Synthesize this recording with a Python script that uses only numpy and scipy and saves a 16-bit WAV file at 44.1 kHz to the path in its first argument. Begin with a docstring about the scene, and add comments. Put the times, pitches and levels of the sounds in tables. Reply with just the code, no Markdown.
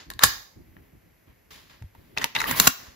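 """A rifle is handled on a carpet, close to a phone in a small room. The bolt slides forward and slams shut,
its steel ringing on; a hand shifts its grip, then the rifle is lifted with loose knocks, a scrape and two hard clacks.
Each contact is a few milliseconds of noise chatter filtered by the rifle's resonances. Scrapes are grainy noise,
thuds and loose ticks are fading sines, and a noise-built room and a quiet noise floor lie behind.
The loudest contacts overload the microphone."""
import sys
import numpy as np
from scipy import signal
from scipy.fft import rfft, irfft, next_fast_len
from scipy.io import wavfile

SR = 44100
rng = np.random.default_rng(int(sys.argv[2]) if len(sys.argv) > 2 else 0)


def waveform_to_disk(signal):
    """Save audio, clipped to [-1, 1], as 16-bit WAV at the path in sys.argv[1]."""
    frames = np.transpose(np.atleast_2d(signal))
    scaled = np.clip(frames, -1, 1) * 32767
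    samples = np.round(scaled).astype(np.int16)
    wavfile.write(sys.argv[1], SR, samples)


N = 130095

# centres of the five bands that set the tone of every contact and scrape: centre_hz [Hz]
BANDS_HZ = [250, 1300, 3200, 6500, 13000]


# clicks of the action: start_s [s], contact_s [s], spot_hz [Hz],
# then level_db [dB] in each of the five bands, before the resonances
ACTION_CLICKS = [ (.1020, 0.0029, 1820, -14.5, -11, -6, -14.5, -12.5),
                 (.1120, .012, 1080, -7.5, -11, -19.5, -26.5, -28),
                 (.1370, 0.0019, 4320, -20, -25.5, -22, -27, -26),
                 (.1920, 0.004, 3850, -15, 2, -3, -13.5, -12.5),
                 (.2348, 0.006, 1720, 7.5, 17, 14, 14.5, 12.5),
                 (.2362, 0.0024, 4520, 13.5, 20.5, 19.5, 19.5, 18),
                 (.2392, 0.0029, 1080, 13, 16.5, 13, 13.5, 16),
                 (.7670, 0.0021, 1950, -10.5, -21, -30, -78, -47.5)]
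# broad resonances of the receiver: centre_hz [Hz], width_hz [Hz], lift_db [dB]
RECEIVER = [(1020, 220, 6), (1710, 380, 10.5), (3850, 420, 10), (4408, 350, 6.5), (5200, 250, 4),
            (6770, 680, 8)]


def bolt_action():
    """Clicks and the slam of the bolt, coloured by the receiver, with the strongest steel ring."""
    return contacts(ACTION_CLICKS, RECEIVER, ring_db=-13.5, spot_db=6)


# knocks of loose parts as the rifle is lifted: start_s [s], contact_s [s], spot_hz [Hz],
# then level_db [dB] in each of the five bands, before the resonances
KNOCKS = [ (1.823, 0.0041, 1774, -10, -22.5, -32.5, -28, -39.5),
          (1.950, 0.0057, 1088, -13.5, -22, -37, -39, -36), (2.1745, 0.0034, 2554, 4, 1, 1, -5.5, -21),
          (2.1830, 0.0026, 4580, -2, -8, -2, 1, -19), (2.2135, 0.031, 1870, -20, 2.5, -4, -1.5, -14),
          (2.2422, 0.0039, 3060, 6, 7.5, 6.5, 9, 2.5), (2.3505, 0.0033, 2620, -26, -2.5, 0, 0.5, -26),
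          (2.3548, 0.0094, 810, -15, 2.5, 5, -9, -14), (2.3625, 0.0059, 3800, -2, 7.5, 7.5, -4.5, -19),
          (2.4025, 0.0075, 2110, -28, 9, -4.5, 1.5, -9), (2.4155, 0.0045, 1360, -19, 10, -3.5, 3, -21),
          (2.4415, 0.0014, 1770, -13, 7, -4.5, -18, -12.5), (2.5112, 0.0046, 1350, 9, 5, -4, 6.5, 0)]
# broad resonances of the stock: centre_hz [Hz], width_hz [Hz], lift_db [dB]
STOCK = [(916, 120, 13), (1986, 340, 10), (2617, 360, 8), (3730, 280, 9.5), (8900, 1200, -15)]


def loose_knocks():
    """Loose parts knock, coloured by the stock, with only a faint steel ring."""
    return contacts(KNOCKS, STOCK, ring_db=-39, spot_db=8)


# contacts of the two hard clacks: start_s [s], contact_s [s], spot_hz [Hz],
# then level_db [dB] in each of the five bands, before the resonances
CLACKS = [(2.5993, 0.0016, 4250, 15, 22.8, 16, 23, 21.5), (2.6705, 0.0027, 1800, 11, 15, 5.1, 9, 5.7),
          (2.6732, 0.004, 1420, 15, 22.2, 15.8, 21.8, 16.9), (2.6768, 0.0015, 260, 22, 13, 8.6, 15, 10)]
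# broad resonances of the latch: centre_hz [Hz], width_hz [Hz], lift_db [dB]
LATCH = [(1104, 67, 5.5), (1420, 280, 2.5), (2766, 220, 12), (3927, 260, 7.5), (4330, 350, 3.5),
         (6060, 99, 7.5), (7247, 580, 10.5), (9100, 790, -45), (12330, 900, 5)]


def hard_clacks():
    """Hard, bright contacts coloured by the latch, with some steel ring."""
    return contacts(CLACKS, LATCH, ring_db=-23, spot_db=7)


# ring of the steel: pitch_hz [Hz], t60_s [s], level_db [dB] before each source's ring_db
STEEL = [(1068, 0.35, -53.5), (1124, 0.24, -54), (1595, 0.48, -54.5), (1655, 0.34, -52), (1750, 0.31, -55),
         (2261, .22, -52.5), (2762, .2, -53.5), (3770, 0.33, -55), (3895, 0.44, -56), (4255, 0.3, -57.5),
         (5530, 0.27, -54.5), (6719, 0.2, -55), (10864, 0.25, -45.5)]
RING_BLUR_HZ = 13  # loose joints blur each line of the ring by this much


def steel_ring(ring_db):
    """Fading sines with wandering phase: the response of the steel to a contact."""
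    t = np.arange(SR // 2) / SR
    steps = rng.standard_normal((len(STEEL), len(t)))
    drift = np.cumsum(steps, axis=1) * np.sqrt(2 * np.pi * RING_BLUR_HZ / SR)
    ring = np.zeros(len(t))
    for (hz, t60, db), wander in zip(STEEL, drift):
        ring += undb(db + ring_db) * fade(t, t60) * np.sin(2 * np.pi * hz * t + wander)
    return ring[None]


RIPPLE_DB, RIPPLE_HZ = 2.5, 255.9  # spread and spacing of the many lesser resonances
SPOT_WIDTH = .16  # width of the struck spot's resonance, relative to its pitch


def contacts(rows, body, ring_db, spot_db):
    """Each contact chatters into the body at its own spot and sets the steel ringing."""
    out = np.zeros((2, N))
    ripple_hz = np.arange(1, SR / 2, RIPPLE_HZ)
    weaker_in_bass = np.minimum(ripple_hz / 3000, 1)
    for start, length, hz, *db in rows:
        ripple = RIPPLE_DB * rng.standard_normal(256)[:len(ripple_hz)] * weaker_in_bass
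        spot = [(hz, hz * SPOT_WIDTH, spot_db)]
        burst = colour(chatter(length), zip(ripple_hz, ripple), spot)
        add(out, start - ONSET_RISE_S, colour(burst, zip(BANDS_HZ, db), body))
    return stereo(out + convolve(out, steel_ring(ring_db)))


ONSET_RISE_S, ONSET_DB = .0012, -4  # each contact swells briefly before its peak


def chatter(length, size=4096):
    """A short rise, then a burst of tiny collisions; nearly even spectrum and unit energy."""
    t = np.arange(size) / SR - ONSET_RISE_S
    onset = undb(ONSET_DB) * (1 + t / ONSET_RISE_S)
    after = np.exp(-(t / length) ** 2) + .1 * np.exp(-abs(t) / (2 * length))
    shape = np.where(t < 0, onset, after) + 1e-9
    x = rng.standard_normal((2, size)) * shape
    for _ in range(2):  # flatten the spectrum, then pull the energy back into the burst
        spectrum = rfft(x)
        x = irfft(spectrum / (abs(spectrum) + 1e-12)) * np.sqrt(shape)
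    return x / np.sqrt((x ** 2).sum(1, keepdims=True))


# sliding of metal, hand and cloth; the first row is the fading tail of an earlier click:
# start_s [s], rise_s [s], hold_s [s], t60_s [s],
# then level_db [dB] in each of the five bands, before the resonances
RUBS = [ (0, 0.0005, 0.0064, 0.2, -37.5, -39.5, -40, -36, -67),
        (.196, 0.025, 0.024, 0.12, -34.5, -18, -35, -27.5, -45),
        (0.221, 0.0047, 0.0082, 0.089, -29, -15.5, -18, -19.5, -31),
        (.58, 0.082, 0.2, .5, -44.5, -67.5, -67.5, -83, -66),
        (1.26, .02, .03, 0.14, -43, -57, -60, -77.5, -77),
        (1.505, 0.0023, 0.013, 0.66, -41.5, -44.5, -41, -40.5, -52.5),
        (1.696, 0.0017, 0.0028, 0.44, -44.5, -46.5, -45, -47.5, -65),
        (1.931, 0.024, 0.57, .2, -41.5, -63.5, -60.5, -66.5, -65),
        (2.164, 0.0047, 0.089, 0.046, -27, -29.5, -34, -42, -48),
        (2.346, 0.013, 0.092, 0.23, -26.5, -27.5, -36.5, -31, -41),
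        (2.464, 0.012, 0.033, 0.28, -18, -23.5, -24, -28, -25),
        (2.552, 0.018, 0.113, .08, -23.5, -22.5, -25.5, -20, -23),
        (2.78, 0.0093, 0.075, 0.49, -41.5, -43.5, -47, -40.5, -61)]
# broad resonances of the scrapes: centre_hz [Hz], width_hz [Hz], lift_db [dB]
SCRAPE_PEAKS = [(1096, 250, 4), (1850, 540, 3.5), (5923, 970, -5.5), (8560, 2200, -17)]
GRAIN_DB, GRAIN_HZ = 1.5, 599.4  # unevenness and rate of the catches in a scrape


def rubs():
    """Sliding surfaces catch and slip in dense uneven grains; the opening click tail is the same grainy noise."""
    out = np.zeros((2, N))
    t = np.arange(SR * 3 // 4) / SR
    for start, rise, hold, t60, *db in RUBS:
        catch = undb(GRAIN_DB * rng.standard_normal(len(t)))[(t * GRAIN_HZ).astype(int)]
        grains = rng.standard_normal((2, len(t))) * catch / np.sqrt(np.mean(catch ** 2))
        shape = np.minimum(t / rise, 1) * fade(t - rise - hold, t60)
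        add(out, start, colour(grains * shape, zip(BANDS_HZ, db), SCRAPE_PEAKS))
    return stereo(out)


RATTLE_S, RATTLE_PER_S = (2.37, 2.67), 160  # span of the rattle in s, ticks per second
RATTLE_DB, RATTLE_SCATTER_DB = -34, 5  # softest tick, and how far the others rise above it
RATTLE_HZ, RATTLE_T60_S = (901, 4270), 0.035  # range of pitches, and how long each rings


def rattle():
    """Small loose parts tick at random during the lift, each ringing briefly at its own pitch."""
    out, t = np.zeros((2, N)), np.arange(SR // 10) / SR
    ticks = int(RATTLE_PER_S * (RATTLE_S[1] - RATTLE_S[0]))
    for when, pitch, size, *phases in rng.random((ticks, 5)):
        hz = RATTLE_HZ[0] * (RATTLE_HZ[1] / RATTLE_HZ[0]) ** pitch
        strength = undb(RATTLE_DB + RATTLE_SCATTER_DB * min(-np.log(1 - size), 2))
        tone = np.sin(2 * np.pi * (hz * t + np.array(phases)[:, None]))
        ring = tone * fade(t, RATTLE_T60_S) * np.minimum(t * hz, 1)  # rises within one cycle
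        add(out, np.interp(when, (0, 1), RATTLE_S), strength * ring)
    return stereo(out)


# soft bumps of hand and stock: start_s [s], length_s [s] (twice the time to the peak), level_db [dB]
BUMPS = [(0.059, 0.055, -47), (0.143, 0.028, -47), (0.243, 0.028, -35), (0.307, 0.05, -50.5),
         (0.556, 0.044, -44), (0.649, 0.102, -54), (0.761, 0.04, -49), (0.92, 0.041, -50.5),
         (1.02, 0.072, -58), (1.267, 0.033, -54.5), (1.512, 0.26, -61.5), (1.973, 0.026, -52.5),
         (2.12, 0.025, -49), (2.5, 0.072, -43), (2.868, 0.048, -52.5)]
# dull tone of the bumps: freq_hz [Hz], level_db [dB] before each bump is levelled
BUMP_COLOUR = [(20, -13), (50, 6), (110, 2.5), (200, -7.5), (330, -4), (550, -24), (1500, -43),
               (5000, -68.5)]


def bumps():
    """Dull bumps of hand and stock: low rumble that swells and dies away."""
    out, t = np.zeros((2, N)), np.arange(SR // 2) / SR
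    for start, length, db in BUMPS:
        rumble = colour(rng.standard_normal((2, len(t))), BUMP_COLOUR)
        u = 2 * t / length
        add(out, start, rumble / rumble.std() * undb(db) * u * np.exp(1 - u))
    return stereo(out)


# the stock meets the carpet: start_s [s], pitch_hz [Hz], t60_s [s], level_db [dB]
THUDS = [(1.815, 100, 0.18, -31.5), (1.84, 81, 0.055, -24.5), (2.52, 150, 0.16, -30.5),
         (2.602, 198, 0.056, -19.5), (2.675, 280, 0.025, -12), (2.679, 101, 0.021, -14.5)]


def thuds():
    """The stock meets the carpet: low sines with a soft onset, quickly damped, the same left and right."""
    out, t = np.zeros((2, N)), np.arange(SR // 2) / SR
    for start, hz, t60, db in THUDS:
        soft_onset = 1 - np.exp(-t / 0.0018)
        thud = undb(db) * soft_onset * fade(t, t60) * np.sin(2 * np.pi * hz * t)
        add(out, start, thud[None])
    return out


# diffuse tail of the room: centre_hz [Hz], t60_s [s], level_db [dB]
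ROOM = [(150, 0.12, -12.5), (500, 0.78, -19.5), (1320, 0.37, -12.5), (3200, 0.4, -11), (5800, 0.45, -12),
        (8700, 0.094, -9), (14000, 0.43, -12.5)]
EARLY_T60_S, EARLY_DB = .09, -15  # quick reflections from nearby things


def room(x):
    """Quick reflections from nearby things, plus a diffuse tail that fades at its own rate in each band."""
    t = np.arange(SR * 3 // 4) / SR
    size = 2 * next_fast_len(len(t) // 2 + 1)
    noise = rfft(rng.standard_normal((2, size)))
    onset = 1 - np.exp(-(t / 0.0038) ** 2)

    def decay(t60):
        """Soft onset and exponential fade, with unit energy."""
        shape = onset * fade(t, t60)
        return shape / np.sqrt(np.sum(shape ** 2))

    tail = np.zeros((2, len(t)))
    for k, (hz, t60, db) in enumerate(ROOM):
        share = curve([(row[0], j == k) for j, row in enumerate(ROOM)], size)  # crossfades into its neighbours
        tail += irfft(noise * share)[:, :len(t)] * undb(db) * decay(t60)
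    early = undb(EARLY_DB) * rng.standard_normal((2, len(t))) * decay(EARLY_T60_S)
    return convolve(x, tail + early)


# spectrum of the quiet background: freq_hz [Hz], level_db [dB]
FLOOR = [(20, -58.5), (55, -39), (120, -45), (280, -50.5), (500, -51), (1200, -60), (2100, -56),
         (3500, -68), (7000, -68.5), (9000, -78), (12500, -61), (16000, -79)]


def background():
    """Steady noise, shaped by the floor's spectrum."""
    return stereo(colour(rng.standard_normal((2, N)), FLOOR))


# likeness of left and right: freq_hz [Hz], correlation [-1 to 1], left_lead_rad [rad]
LIKENESS = [(100, 0.84, 0.5), (280, 0.55, -1), (463, 1, -2), (1100, 0.37, -1.5), (2273, 0.45, 0),
            (3800, 0.35, 0.55), (7340, .5, -2), (12000, 0.8, 0.9)]


def stereo(pair):
    """Two unrelated sounds become left and right, partly alike and shifted in phase between the microphone ports."""
    size = 2 * next_fast_len(pair.shape[1] // 2 + 1)
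    alike = np.clip(curve([(hz, c) for hz, c, _ in LIKENESS], size), -.95, .95)
    turn = np.exp(.5j * curve([(hz, lead) for hz, _, lead in LIKENESS], size))
    mid, side = rfft(pair, size) * np.sqrt([(1 + alike) / 2, (1 - alike) / 2])
    return irfft(np.array([(mid + side) * turn, (mid - side) / turn]))[:, :pair.shape[1]]


def undb(db):
    """Decibels to gain."""
    return 10 ** (np.asarray(db) / 20)


def fade(t, t60):
    """Exponential decay from t = 0, down 60 dB after t60 seconds."""
    return np.exp(-np.log(1000) * np.maximum(t, 0) / t60)


def curve(points, size):
    """(Hz, value) points joined on a log axis, for the bins of a transform."""
    hz, value = np.array(list(points), float).T
    bins_hz = np.maximum(np.fft.rfftfreq(size, 1 / SR), 1)
    return np.interp(np.log(bins_hz), np.log(hz), value)


def colour(x, points, peaks=()):
    """Causal minimum-phase filter from (Hz, dB) points and broad resonances."""
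    size = 2 * next_fast_len(x.shape[-1] // 2 + 1024)
    f = np.fft.rfftfreq(size, 1 / SR)
    db = curve(points, size)
    for hz, width, lift in peaks:
        db = db + lift / (1 + (2 * (f - hz) / width) ** 2)
    cepstrum = irfft(np.log(undb(db)))
    cepstrum[1:size // 2] *= 2  # folding the cepstrum forward makes the filter causal
    cepstrum[size // 2 + 1:] = 0
    return irfft(rfft(x, size) * np.exp(rfft(cepstrum)))[..., :x.shape[-1]]


def add(out, start, x):
    """Mix x in at a time in seconds."""
    i = max(int(start * SR), 0)
    out[:, i:i + x.shape[1]] += x[:, :max(N - i, 0)]


def convolve(x, response):
    """Play x through a response."""
    return signal.fftconvolve(x, response, axes=1)[:, :N]


def scene():
    """The rifle, its room and a quiet background."""
    action, knocks, clacks = bolt_action(), loose_knocks(), hard_clacks()
    sliding = rubs() + rattle()
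    room_send = action + undb(-4.5) * knocks + undb(-6) * clacks + undb(3.5) * sliding
    echo = room(room_send)
    return action + knocks + clacks + sliding + echo + bumps() + thuds() + background()


LOW_CUT_HZ, TOP_HZ = 35, 15500
CLIP_KNEE = 6  # higher bends later and harder


def record(dry):
    """The microphone thins the deepest bass, flattens the loudest peaks and cuts the top."""
    low_cut = signal.butter(2, LOW_CUT_HZ, "high", fs=SR, output="sos")
    thinned = signal.sosfilt(low_cut, dry)
    clipped = thinned / (1 + abs(thinned) ** CLIP_KNEE) ** (1 / CLIP_KNEE)
    top_cut = signal.ellip(8, .2, 60, TOP_HZ, fs=SR, output="sos")
    return signal.sosfilt(top_cut, clipped)


dry = scene()
out = record(dry)
waveform_to_disk(out)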